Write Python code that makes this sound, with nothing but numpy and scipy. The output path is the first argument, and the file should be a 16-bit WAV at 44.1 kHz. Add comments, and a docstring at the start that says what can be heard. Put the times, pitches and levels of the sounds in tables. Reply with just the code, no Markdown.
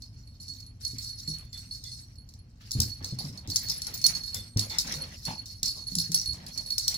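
"""Small bells and metal tags on a puppy's harness ring and clack: resonant modes excited by impacts.
The links chatter and pellets roll in the bells, as dense trains of small contacts filtered by resonances.
On the carpet of a quiet room, paws and ball thud (damped oscillation), pads and claws scuff, and a rubbed
hollow ball hums (friction-driven modes). A thin whistle glides now and then; the house rumbles faintly.
A small stereo microphone stands close by: channels differ in level, by a short lag and in coherence."""
import sys
import numpy as np
from scipy import signal
from scipy.fft import rfft, irfft, next_fast_len
from scipy.io import wavfile
from scipy.ndimage import uniform_filter1d

SR = 44100
rng = np.random.default_rng(int(sys.argv[2]) if len(sys.argv) > 2 else 0)


def waveform_to_disk(signal):
    """Save audio, clipped to [-1, 1], as 16-bit WAV at the path in sys.argv[1]."""
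    frames = np.transpose(np.atleast_2d(signal))
    scaled = np.clip(frames, -1, 1) * 32767
    samples = np.round(scaled).astype(np.int16)
    wavfile.write(sys.argv[1], SR, samples)


N = 307377

# Impacts of metal on metal (t/s, nominal clack level/dB, low bell level/dB, high bell level/dB)
IMPACTS = [(0.021, -36, -39.5, -56), (0.142, -66, -74, -70), (0.273, -58, -45.5, -58),
           (0.4, -49, -36.5, -78), (0.4816, -34.5, -36, -66), (0.535, -42, -50, -62),
           (0.603, -40, -42, -61), (0.663, -48, -41, -70), (0.8495, -25, -22.5, -52),
           (0.9838, -28, -31, -41), (1.063, -41, -35, -68), (1.276, -36, -29, -59), (1.385, -38, -57, -41),
           (1.5288, -39, -30.5, -65), (1.575, -35.5, -40, -58), (1.71, -49, -27, -41),
           (1.8387, -30.5, -70, -62), (1.9159, -42, -32, -44), (2.156, -53, -49, -70),
           (2.1828, -67, -42, -46), (2.289, -42.5, -52, -63), (2.338, -44, -71, -70),
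           (2.389, -71, -54, -43.5), (2.709, -26.5, -37, -45), (2.716, -18, -32, -38),
           (2.802, -5.5, -53, -36), (2.817, -24, -48, -34), (3.026, -44, -40, -65), (3.044, -24, -34, -63),
           (3.107, -48, -36.5, -71), (3.1871, -30, -26.5, -35.5), (3.3747, -36, -35.5, -68),
           (3.475, -33.5, -72, -51), (3.5013, -25.5, -65, -48), (3.5597, -11, -35, -22),
           (3.686, -25, -26, -55), (3.698, -19.5, -59, -51), (3.8187, -21, -30, -35.5),
           (3.868, -28.5, -51, -24.5), (3.9398, -28, -40, -39), (3.9755, -35, -35, -34),
           (4.0154, -29, -38, -37), (4.041, -15.5, -10, -53), (4.0644, -9.5, -50, -52),
           (4.15, -26.5, -26, -56), (4.236, -33, -34, -62), (4.3444, -19.5, -53, -34),
           (4.572, -21.5, -30, -53), (4.5939, -13.5, -22.5, -23), (4.698, -33.5, -30, -66),
           (4.785, -12, -24.5, -55), (4.872, -29.5, -49, -54), (4.922, -26, -55, -50),
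           (4.94, -31, -31, -36), (5.01, -48, -30, -40), (5.252, -24, -28, -35), (5.379, -59, -30.5, -71),
           (5.457, -35, -46, -58), (5.6304, -12, -24, -54), (5.658, -21, -27.5, -46),
           (5.68, -21.5, -26, -53), (5.8676, -58, -27, -37.5), (5.9525, -15.5, -43, -27),
           (5.985, -15.5, -22, -31), (5.998, -20.5, -25, -29), (6.118, -19, -34, -32),
           (6.1443, -8.5, -20.5, -22), (6.159, -28, -49, -38), (6.213, -28, -30.5, -44),
           (6.2577, -29.5, -26.5, -33), (6.273, -42, -26, -30), (6.294, -53, -23, -61),
           (6.332, -31.5, -54, -72), (6.4645, -28, -41, -58), (6.576, -26, -23, -27),
           (6.6594, -54, -32.5, -36), (6.704, -24, -22, -61), (6.781, -13.5, -47, -32),
           (6.8798, -9, -32, -50), (6.9426, -22.5, -46, -35.5)]
# Modes of the bell shells (f/Hz, level/dB, t60/s)
BELL_MODES = [(4275, -9, .045), (4335, 0, .075), (4375, -1, .075), (4425, -10, .045), (10100, -3, .04),
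              (10180, -1, .06), (10740, -9, .035), (10840, -8, .035)]
# Strikes on a lower bell (t/s, nominal level/dB), and its modes (f/Hz, level/dB, t60/s)
LOW_BELL_STRIKES = [(1.43, -61.5), (1.5339, -53), (1.8452, -47), (3.0899, -60), (3.7199, -46),
                    (4.3523, -39), (4.7027, -40.5), (5.2594, -50)]
LOW_BELL_MODES = [(3537, 0.5, 0.094), (2046, -8.5, 0.069)]
# Strikes on the thinnest tag, which rings out (t/s, nominal level/dB)
THIN_TAG_STRIKES = [(2.7157, -50), (3.5039, -44), (3.6301, -37), (3.9399, -30), (4.0412, -29),
                    (4.0981, -44), (5.6301, -46), (5.9863, -46), (6.1429, -39), (6.7032, -42),
                    (6.8793, -35)]
# Strength of the tags' short modes (f/Hz, level/dB)
TAG_SPECTRUM = [(3500, -14), (4000, -23), (5500, 7.5), (7000, -2), (9000, -16.5), (12000, -12.5),
                (15000, -11.5), (16800, -40)]
# Modes the tags keep from blow to blow (f/Hz, mean level relative to the clack/dB, t60/s)
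TAG_MODES = [(5440, -12.5, 0.028), (7250, -21.5, 0.023), (8230, -22.5, 0.017), (9800, -20.5, 0.033),
             (12360, -24, 0.019)]
# Bouts of harness shaking (t/s, hold/s, link rattle level/dB, pellet rolling drive/dB)
SHAKING_BOUTS = [(0, 0.32, -70, -58), (.4, 0.18, -56.5, -42.5), (.8, 0.12, -44.5, -42),
                 (.98, 0.13, -47.5, -33.5), (1.17, 0.11, -49.5, -44.5), (1.27, 0.056, -46, -29.5),
                 (1.52, 0.14, -53.5, -47.5), (1.71, 0.045, -48.5, -42), (1.84, 0.17, -54, -42),
                 (2.6, 0.1, -55, -61), (2.71, 0.21, -47, -35.5), (3.03, 0.082, -49, -62),
                 (3.19, 0.1, -47.5, -76), (3.48, 0.21, -45, -34), (3.68, 0.13, -49, -39),
                 (3.82, 0.19, -50.5, -43), (4.04, 0.25, -53.5, -35), (4.23, 0.22, -54, -42.5),
                 (4.57, 0.03, -34.5, -35), (4.69, 0.18, -43, -58), (4.86, 0.17, -45, -39),
                 (5.1, 0.15, -53.5, -57), (5.24, 0.09, -43, -38.5), (5.45, 0.071, -49, -39.5),
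                 (5.63, 0.16, -46, -34.5), (5.87, 0.22, -46, -37), (6.12, 0.15, -48, -58),
                 (6.25, 0.34, -61.5, -57), (6.46, 0.17, -51, -47), (6.66, 0.12, -50.5, -33),
                 (6.78, 0.17, -45, -34)]
# Relative spectrum of the chattering links (f/Hz, level per hertz/dB)
LINK_SPECTRUM = [(2500, -20), (3400, -17), (4000, -3.5), (5400, 0.5), (6500, -7.5), (9000, -16),
                 (13600, -17), (16000, -26.5)]
# Paws and ball on the floor (t/s, nominal peak level/dB, f/Hz)
FLOOR_BLOWS = [(0.932, -34.5, 109), (1.28, -29.5, 154.8), (2.752, -20.5, 120), (2.788, -20.5, 84.5),
               (2.859, -31.5, 106), (3.014, -32.5, 92), (3.124, -25.5, 130), (3.242, -29.5, 145.6),
               (3.298, -32.5, 116), (3.48, -27.5, 99), (4.361, -35.5, 96.7), (4.56, -17.5, 103.4),
               (4.956, -32.5, 148.4), (5.271, -37, 102), (5.626, -37.5, 113.3), (5.92, -34, 185),
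               (5.967, -27.5, 169.2), (6.094, -29.5, 164.6), (6.281, -33.5, 71.6)]
# Rubs of the hollow ball on the carpet (t/s, hold/s, low, middle and high mode level/dB)
BALL_RUBS = [(4.6, .004, -90, -54, -82), (4.35, 0.038, -58, -78, -62), (4.7, 0.039, -75, -50, -59),
             (4.86, 0.23, -58.5, -78, -73), (5.27, 0.066, -74, -43, -70)]
# Modes of the ball's shell (f/Hz, t60/s, index among the level columns of BALL_RUBS)
BALL_MODES = [(530, .06, 0), (880, .02, 1), (2050, .05, 2)]
# Paws scuffing the carpet (t/s, hold/s, dragging pad level/dB, claw level/dB)
CARPET_SCUFFS = [(.95, 0.028, -76, -62), (1.32, 0.067, -67, -65), (1.52, 0.06, -72, -66),
                 (2.6, 0.055, -77, -65.5), (2.74, .1, -59, -61.5), (3.0, 0.054, -57.5, -63),
                 (3.18, 0.19, -54, -63), (3.49, 0.16, -59, -63), (3.67, 0.22, -57, -59),
                 (3.86, 0.06, -56, -56), (4.04, 0.15, -54, -52.5), (4.34, 0.013, -56.5, -56.5),
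                 (4.56, 0.027, -47, -53.5), (4.7, 0.093, -54.5, -50), (4.84, 0.18, -48, -48),
                 (5.26, 0.025, -47, -51), (5.62, 0.064, -62, -63), (5.75, 0.019, -57, -98),
                 (5.95, 0.023, -69, -66), (6.11, 0.053, -57.5, -61.5), (6.33, 0.082, -53, -62),
                 (6.55, 0.06, -54, -59), (6.72, 0.17, -101, -69.5), (6.86, 0.1, -54.5, -61)]
# Relative spectra of dragging pads and of claws in the pile (f/Hz, level per hertz/dB)
PAD_SPECTRUM = [(88, -46), (150, 5.5), (400, -13), (530, -10), (650, -11), (900, -10), (1200, -13),
                (1700, -32)]
CLAW_SPECTRUM = [(900, -12), (1300, -0.5), (2100, 4), (2600, 1.5), (3500, 0), (4500, 0)]
# Whistled arches in pitch (t/s, length/s, moment of the crest/s, crest f/Hz, nominal level/dB)
WHISTLE_ARCHES = [(1.21, .16, 1.44, 7750, -59), (1.48, .58, 1.81, 8720, -63), (4.35, .22, 4.6, 8560, -60)]
# Relative spectrum of the house rumble (f/Hz, level per hertz/dB)
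RUMBLE_SPECTRUM = [(20, -25), (46, -3), (81, -4.5), (114, -1.5), (150, -14.5), (240, -17.5), (383, -34.5),
                   (2330, -48.5), (3200, -47.5), (4160, -92)]
# Coherence of the two channels in a diffuse sound (f/Hz, coherence from 0 to 1)
COHERENCE = [(60, 1), (250, 1), (600, 0.53), (1500, 0.25), (5000, 0.013)]

RIGHT_LAG_S = .00026
MICROPHONES = ((0, 0, 1), (1, RIGHT_LAG_S, -1))   # (channel, lag/s, sign of the pan)
LOW_MODES_PAN_DB, HIGH_MODES_PAN_DB, CLACK_PAN_SPREAD_DB = -9.5, 1.5, 6.5   # positive: left louder
ROLL_AFTER_JOLT_DB, ROLL_T60_S = -4.5, 0.15   # a jolt sets the pellets rolling, they settle
CLATTER_AFTER_CLACK_DB, CLATTER_T60_S = -14.5, 0.14
THIN_TAG_HZ, THIN_TAG_T60_S = 15255, .1
SHAKE_ATTACK_S, SHAKE_T60_S, HARNESS_REST_DB = 0.016, 0.32, -72
SCUFF_ATTACK_S, SCUFF_T60_S = 0.011, 0.55
CARPET_REST_DB = -80.5   # faint shuffling throughout
CLAWS_UNDER_RATTLE_DB = -25.5   # claws stir with the harness
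# The pitch lies ARCH_SAG_HZ under the crest at a distance of ARCH_SPAN_S from it
ARCH_SAG_HZ, ARCH_SPAN_S, ARCH_POWER = 1500, .3, 2.5
ROOM_T60_S, ROOM_DB = 0.145, -12
WALL_LOSS_HZ = 38000   # here the decay rate is half as much again as at low frequency
RUMBLE_DB = -48.5
CUTOFF_HZ = 17000


def bells(rolling):
    """Modal excitation: jolts strike the shells, and pellets tick along their walls in between."""
    s, _, low_db, high_db = np.transpose(IMPACTS)
    luck = rng.normal(0, 1, (len(s), len(BELL_MODES)))
    rolling = rolling + settling(s, low_db + ROLL_AFTER_JOLT_DB, ROLL_T60_S)[0]
    out = low_bell() + thin_tag(rolling)
    for k, (hz, db, t60) in enumerate(BELL_MODES):
        upper = hz > 6000
        pan_db = HIGH_MODES_PAN_DB if upper else LOW_MODES_PAN_DB
        jolt_db = (high_db if upper else low_db) - 3.5 + 3 * luck[:, k]
        jolts = strike(s, amp(jolt_db), pan_db + 5.7 * luck[:, k - 1])
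        ticks = rolling * amp(-38 if upper else -32) * grains(170, spread_db=5)
        ticks = ticks * flicker(7.3, depth_db=5.8 if upper else 1.0)
        ticks = late_right(ticks) * amp([[pan_db / 2], [-pan_db / 2]])
        out = out + amp(db) * swell_ring(jolts + ticks, hz, t60, .015 if upper else .028)
    return out


def low_bell():
    """Modal excitation of a lower bell by a strike and the dying ticks of its pellet."""
    s, db = np.transpose(LOW_BELL_STRIKES)
    ticks = amp(-23.5) * settling(s, db, 0.2) * grains(150, spread_db=2.5)
    pellet = strike(s, amp(db - 3), 0) + ticks
    return sum(amp(mode_db) * swell_ring(pellet, hz, t60, 0.0033) for hz, mode_db, t60 in LOW_BELL_MODES)


def thin_tag(rolling):
    """A single lightly damped mode, struck and also driven by fine ticks that follow the rolling."""
    s, db = np.transpose(THIN_TAG_STRIKES)
    ticks = amp(-64.5) * rolling * grains(250, spread_db=3)
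    return swell_ring(strike(s, amp(db), 0) + ticks, THIN_TAG_HZ, THIN_TAG_T60_S, .01)


def tags():
    """Superposed damped modes: each bouncing contact excites a dense new set, plus a few kept modes."""
    out, t = np.zeros((2, N + SR)), np.arange(SR // 60) / SR
    luck = rng.random((len(IMPACTS), 4, 60))   # 60 short modes for each clack
    pans = rng.normal(0, CLACK_PAN_SPREAD_DB, len(IMPACTS))
    for (s, db, *_), (where, size, life, after), pan_db in zip(IMPACTS, luck, pans):
        hz = 3500 + 13300 * where[:, None] ** 1.3
        since = np.maximum(t - 0.0034 * after[:, None] ** 2.455, 0)   # bounces delay some modes
        t60 = .003 + .012 * life[:, None] ** 3
        modes = amp(at_hz(TAG_SPECTRUM, hz) + 6.7 * size[:, None] - 60 * since / t60)
        clack = amp(db - 15.5) * np.sum(modes * np.sin(2 * np.pi * hz * since), axis=0)
        for side, lag, sign in MICROPHONES:
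            i = round((s + lag) * SR)
            out[side, i:i + len(t)] += clack * amp(sign * pan_db / 2)
    s, db, *_ = np.transpose(IMPACTS)
    chances_db = rng.normal(0, 5, (len(TAG_MODES), len(s)))
    for (hz, under_db, t60), chance_db in zip(TAG_MODES, chances_db):
        out[:, :N] += ring(strike(s, amp(db + under_db + chance_db), pans), hz, t60)
    high_pass = signal.butter(8, 3500, "high", fs=SR, output="sos")
    return signal.sosfilt(high_pass, out[:, :N])


def rattle(shaking):
    """Repeated contact: links chatter while shaken, and clatter briefly after each clack."""
    s, clack_db, *_ = np.transpose(IMPACTS)
    after = settling(s, clack_db + CLATTER_AFTER_CLACK_DB, CLATTER_T60_S)
    links = patter(3720, 15430, 3200, cycles=60, patchy_db=4.0) * flicker(30, depth_db=3)
    return (shaking + after) * coloured(links, LINK_SPECTRUM)


def thuds():
    """Damped oscillation: a soft push on the padded floor swings, and the boards rumble out."""
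    out, t = np.zeros(N + SR), np.arange(SR // 2) / SR
    boards = signal.butter(3, [70, 260], "band", fs=SR, output="sos")
    for s, db, hz in FLOOR_BLOWS:
        rumble = rms_one(signal.sosfilt(boards, rng.standard_normal(len(t))))
        swell = 1 - np.exp(-t / 0.0009)
        swing = amp(-60 * t / 0.3) * np.sin(2 * np.pi * hz * t)
        blow = swell * (swing + 0.38 * rumble * amp(-60 * t / 0.24))
        i = round(s * SR)
        out[i:i + len(t)] += amp(db - 2.0) * blow
    return out[:N]


def ball():
    """Friction-driven resonance: fibres catch unevenly and set the shell's modes humming."""
    rubbing = bouts(BALL_RUBS, SCUFF_ATTACK_S, 0.15, -120)
    hum = np.zeros(N)
    for hz, t60, k in BALL_MODES:
        hum += rubbing[k] * rms_one(ring(grains(400, spread_db=1.5), hz, t60))
    return late_right(hum)


def scuffs(shaking):
    """Stick-slip friction: pads drag and claws comb the pile, which catches unevenly."""
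    dragging, clawing = bouts(CARPET_SCUFFS, SCUFF_ATTACK_S, SCUFF_T60_S, CARPET_REST_DB)
    clawing = clawing + shaking * amp(CLAWS_UNDER_RATTLE_DB)
    pads = coloured(patter(166.4, 1253, 1200, cycles=10.5, patchy_db=4.5), PAD_SPECTRUM)
    claws = coloured(patter(1214, 4010, 3200, cycles=26, patchy_db=4.5), CLAW_SPECTRUM)
    return flicker(14, depth_db=3.5) * (dragging * pads + clawing * claws)


def whistles():
    """Frequency modulation: a thin gliding tone with a slight waver, faded in and out."""
    out = np.zeros(N)
    waver = rms_one(uniform_filter1d(rng.standard_normal(N), 300))
    unsteady = flicker(8, depth_db=1.5)
    for s, length, crest_s, crest_hz, db in WHISTLE_ARCHES:
        i = np.arange(round(s * SR), round((s + length) * SR))
        hz = crest_hz - ARCH_SAG_HZ * (np.abs(i / SR - crest_s) / ARCH_SPAN_S) ** ARCH_POWER
        phase = 2 * np.pi * np.cumsum(hz + 45 * waver[i]) / SR
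        fade = np.clip(np.minimum(i / SR - s, s + length - i / SR) / .03, 0, 1)
        out[i] = fade * unsteady[i] * amp(db) * np.sin(phase)
    return out


def room(x):
    """Reverberation: twelve feedback delays a side, duller on every round, smeared by furniture."""
    size = next_fast_len(N + SR)
    hz = np.fft.rfftfreq(size, 1 / SR)
    out = np.zeros((2, len(hz)), complex)
    for k, lag in enumerate(rng.uniform(0.0065, 0.041, 24)):
        loss_db = -60 * lag / ROOM_T60_S * (1 + (hz / WALL_LOSS_HZ) ** 2 / 2)
        loop = amp(loss_db) * np.exp(-2j * np.pi * hz * lag)
        out[k % 2] += loop / (1 - loop) * (-1) ** (k // 2)
    for lag in (.0013, .0031, .0047):   # all-pass filters smear the echoes
        delay = np.exp(-2j * np.pi * hz * lag)
        out *= (delay - .6) / (1 - .6 * delay)
    return amp(ROOM_DB) * irfft(out * rfft(x, size), size)[:, :N]


def house_rumble():
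    """Filtered noise: a steady low rumble of the house."""
    return amp(RUMBLE_DB) * coloured(rng.standard_normal((2, N)), RUMBLE_SPECTRUM)


def ring(clicks, hz, t60):
    """Impulse response of a damped resonator: a unit click starts a sine of height 1."""
    r, w = amp(-60 / (t60 * SR)), 2 * np.pi * hz / SR
    return signal.lfilter([0, np.sin(w)], [1, -2 * r * np.cos(w), r * r], clicks + 1e-18)


def swell_ring(clicks, hz, t60, swell_t60):
    """Two resonators in cascade: the ring builds up before it dies away."""
    return ring(ring(clicks, hz, swell_t60), hz, t60) * 2 * np.log(1000) / (swell_t60 * SR)


def strike(times, gains, pan_db):
    """Level and time differences between channels: clicks, a little late at the right."""
    out = np.zeros((2, N))
    for side, lag, sign in MICROPHONES:
        i = np.round((times + lag) * SR).astype(int)
        np.add.at(out[side], i, gains * amp(sign * pan_db / 2))
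    return out


def late_right(x):
    """Time difference between channels: the same sound, a little late at the right."""
    return np.stack([x, np.roll(x, round(RIGHT_LAG_S * SR))])


def grains(per_s, spread_db):
    """A random impulse train: clicks of uneven size and sign; rms 1."""
    where, size, sign = rng.random((3, round(per_s * N / SR)))
    size_db = spread_db * np.minimum(-np.log(size + 1e-9), 4)
    out = np.zeros(N)
    out[(where * N).astype(int)] = amp(size_db) * np.sign(sign - .5)
    return rms_one(out)


def patter(low_hz, high_hz, per_s, cycles, patchy_db):
    """Random impulses through resonators at many pitches that come and go; rows mid, side; flat per Hz."""
    out, count = np.zeros((2, N)), 14
    contacts = np.stack([grains(per_s, spread_db=2.5), grains(per_s, spread_db=2.5)])
    dealt = rng.integers(0, count, (2, N))   # the pitch each contact excites
    for k, hz in enumerate(np.geomspace(low_hz, high_hz, count)):
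        ringing = rms_one(ring(contacts * (dealt == k), hz, cycles / hz))
        out += np.sqrt(hz) * flicker(12.5, patchy_db) * ringing
    return out


def coloured(x, spectrum):
    """Spectral shaping and partial coherence of two channels (rows of x: mid, side); rms 1."""
    size = next_fast_len(N)
    hz = np.maximum(np.fft.rfftfreq(size, 1 / SR), 10)
    alike = np.clip(at_hz(COHERENCE, hz), 0, 1)
    mid, side = rfft(x, size) * amp(at_hz(spectrum, hz))
    pair = np.sqrt(1 + alike) * mid + np.sqrt(1 - alike) * side * [[1], [-1]]
    lag = np.exp(-2j * np.pi * hz * [[0], [RIGHT_LAG_S]])
    return rms_one(irfft(pair * lag, size)[:, :N])


def flicker(per_s, depth_db):
    """Random amplitude modulation: a gain that wanders about per_s times a second."""
    knots = amp(depth_db * rng.standard_normal(1000))
    return np.interp(np.arange(N) * (2 * per_s / SR), np.arange(len(knots)), knots)


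def settling(times, level_db, t60):
    """Exponential decay: a gain that jumps at each moment and dies away."""
    jumps = strike(times, amp(level_db), 0)
    return signal.lfilter([1], [1, -amp(-60 / (t60 * SR))], jumps + 1e-18)


def bouts(rows, attack_s, t60, rest_db):
    """Envelopes, one per level column: each bout swells, holds and decays over a quiet rest."""
    out, t = np.full((len(rows[0]) - 2, N + SR), amp(rest_db)), np.arange(SR) / SR
    for s, hold, *db in rows:
        i = round(s * SR)
        shape = np.minimum(t / attack_s, 1) * amp(-60 * np.maximum(t - hold, 0) / t60)
        out[:, i:i + SR] += np.outer(amp(db), shape)
    return out[:, :N]


def at_hz(points, hz):
    """Interpolation of a table on a logarithmic frequency axis."""
    table_hz, value = np.array(points)[:, :2].T
    return np.interp(np.log(hz), np.log(table_hz), value)


def amp(db):
    """Amplitude ratio of a level in dB."""
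    return np.exp(np.asarray(db) * (np.log(10) / 20))


def rms_one(x):
    """Normalization to an effective value (rms) of 1."""
    return x / np.sqrt(np.mean(x ** 2) + 1e-20)


def scene():
    """Superposition of direct sound, reverberation and background."""
    shaking, rolling = bouts(SHAKING_BOUTS, SHAKE_ATTACK_S, SHAKE_T60_S, HARNESS_REST_DB)
    ringing = bells(rolling) + tags() + rattle(shaking) + whistles()
    steps = thuds()
    direct = ringing + late_right(steps) + ball() + scuffs(shaking)
    reverberant = room(ringing.mean(axis=0) + amp(-27) * steps)
    return direct + reverberant + house_rumble()


def record(dry):
    """Low-pass filtering: a steep filter cuts the top."""
    return signal.sosfilt(signal.cheby2(16, 70, CUTOFF_HZ, fs=SR, output="sos"), dry)


dry = scene()
out = record(dry)
waveform_to_disk(out)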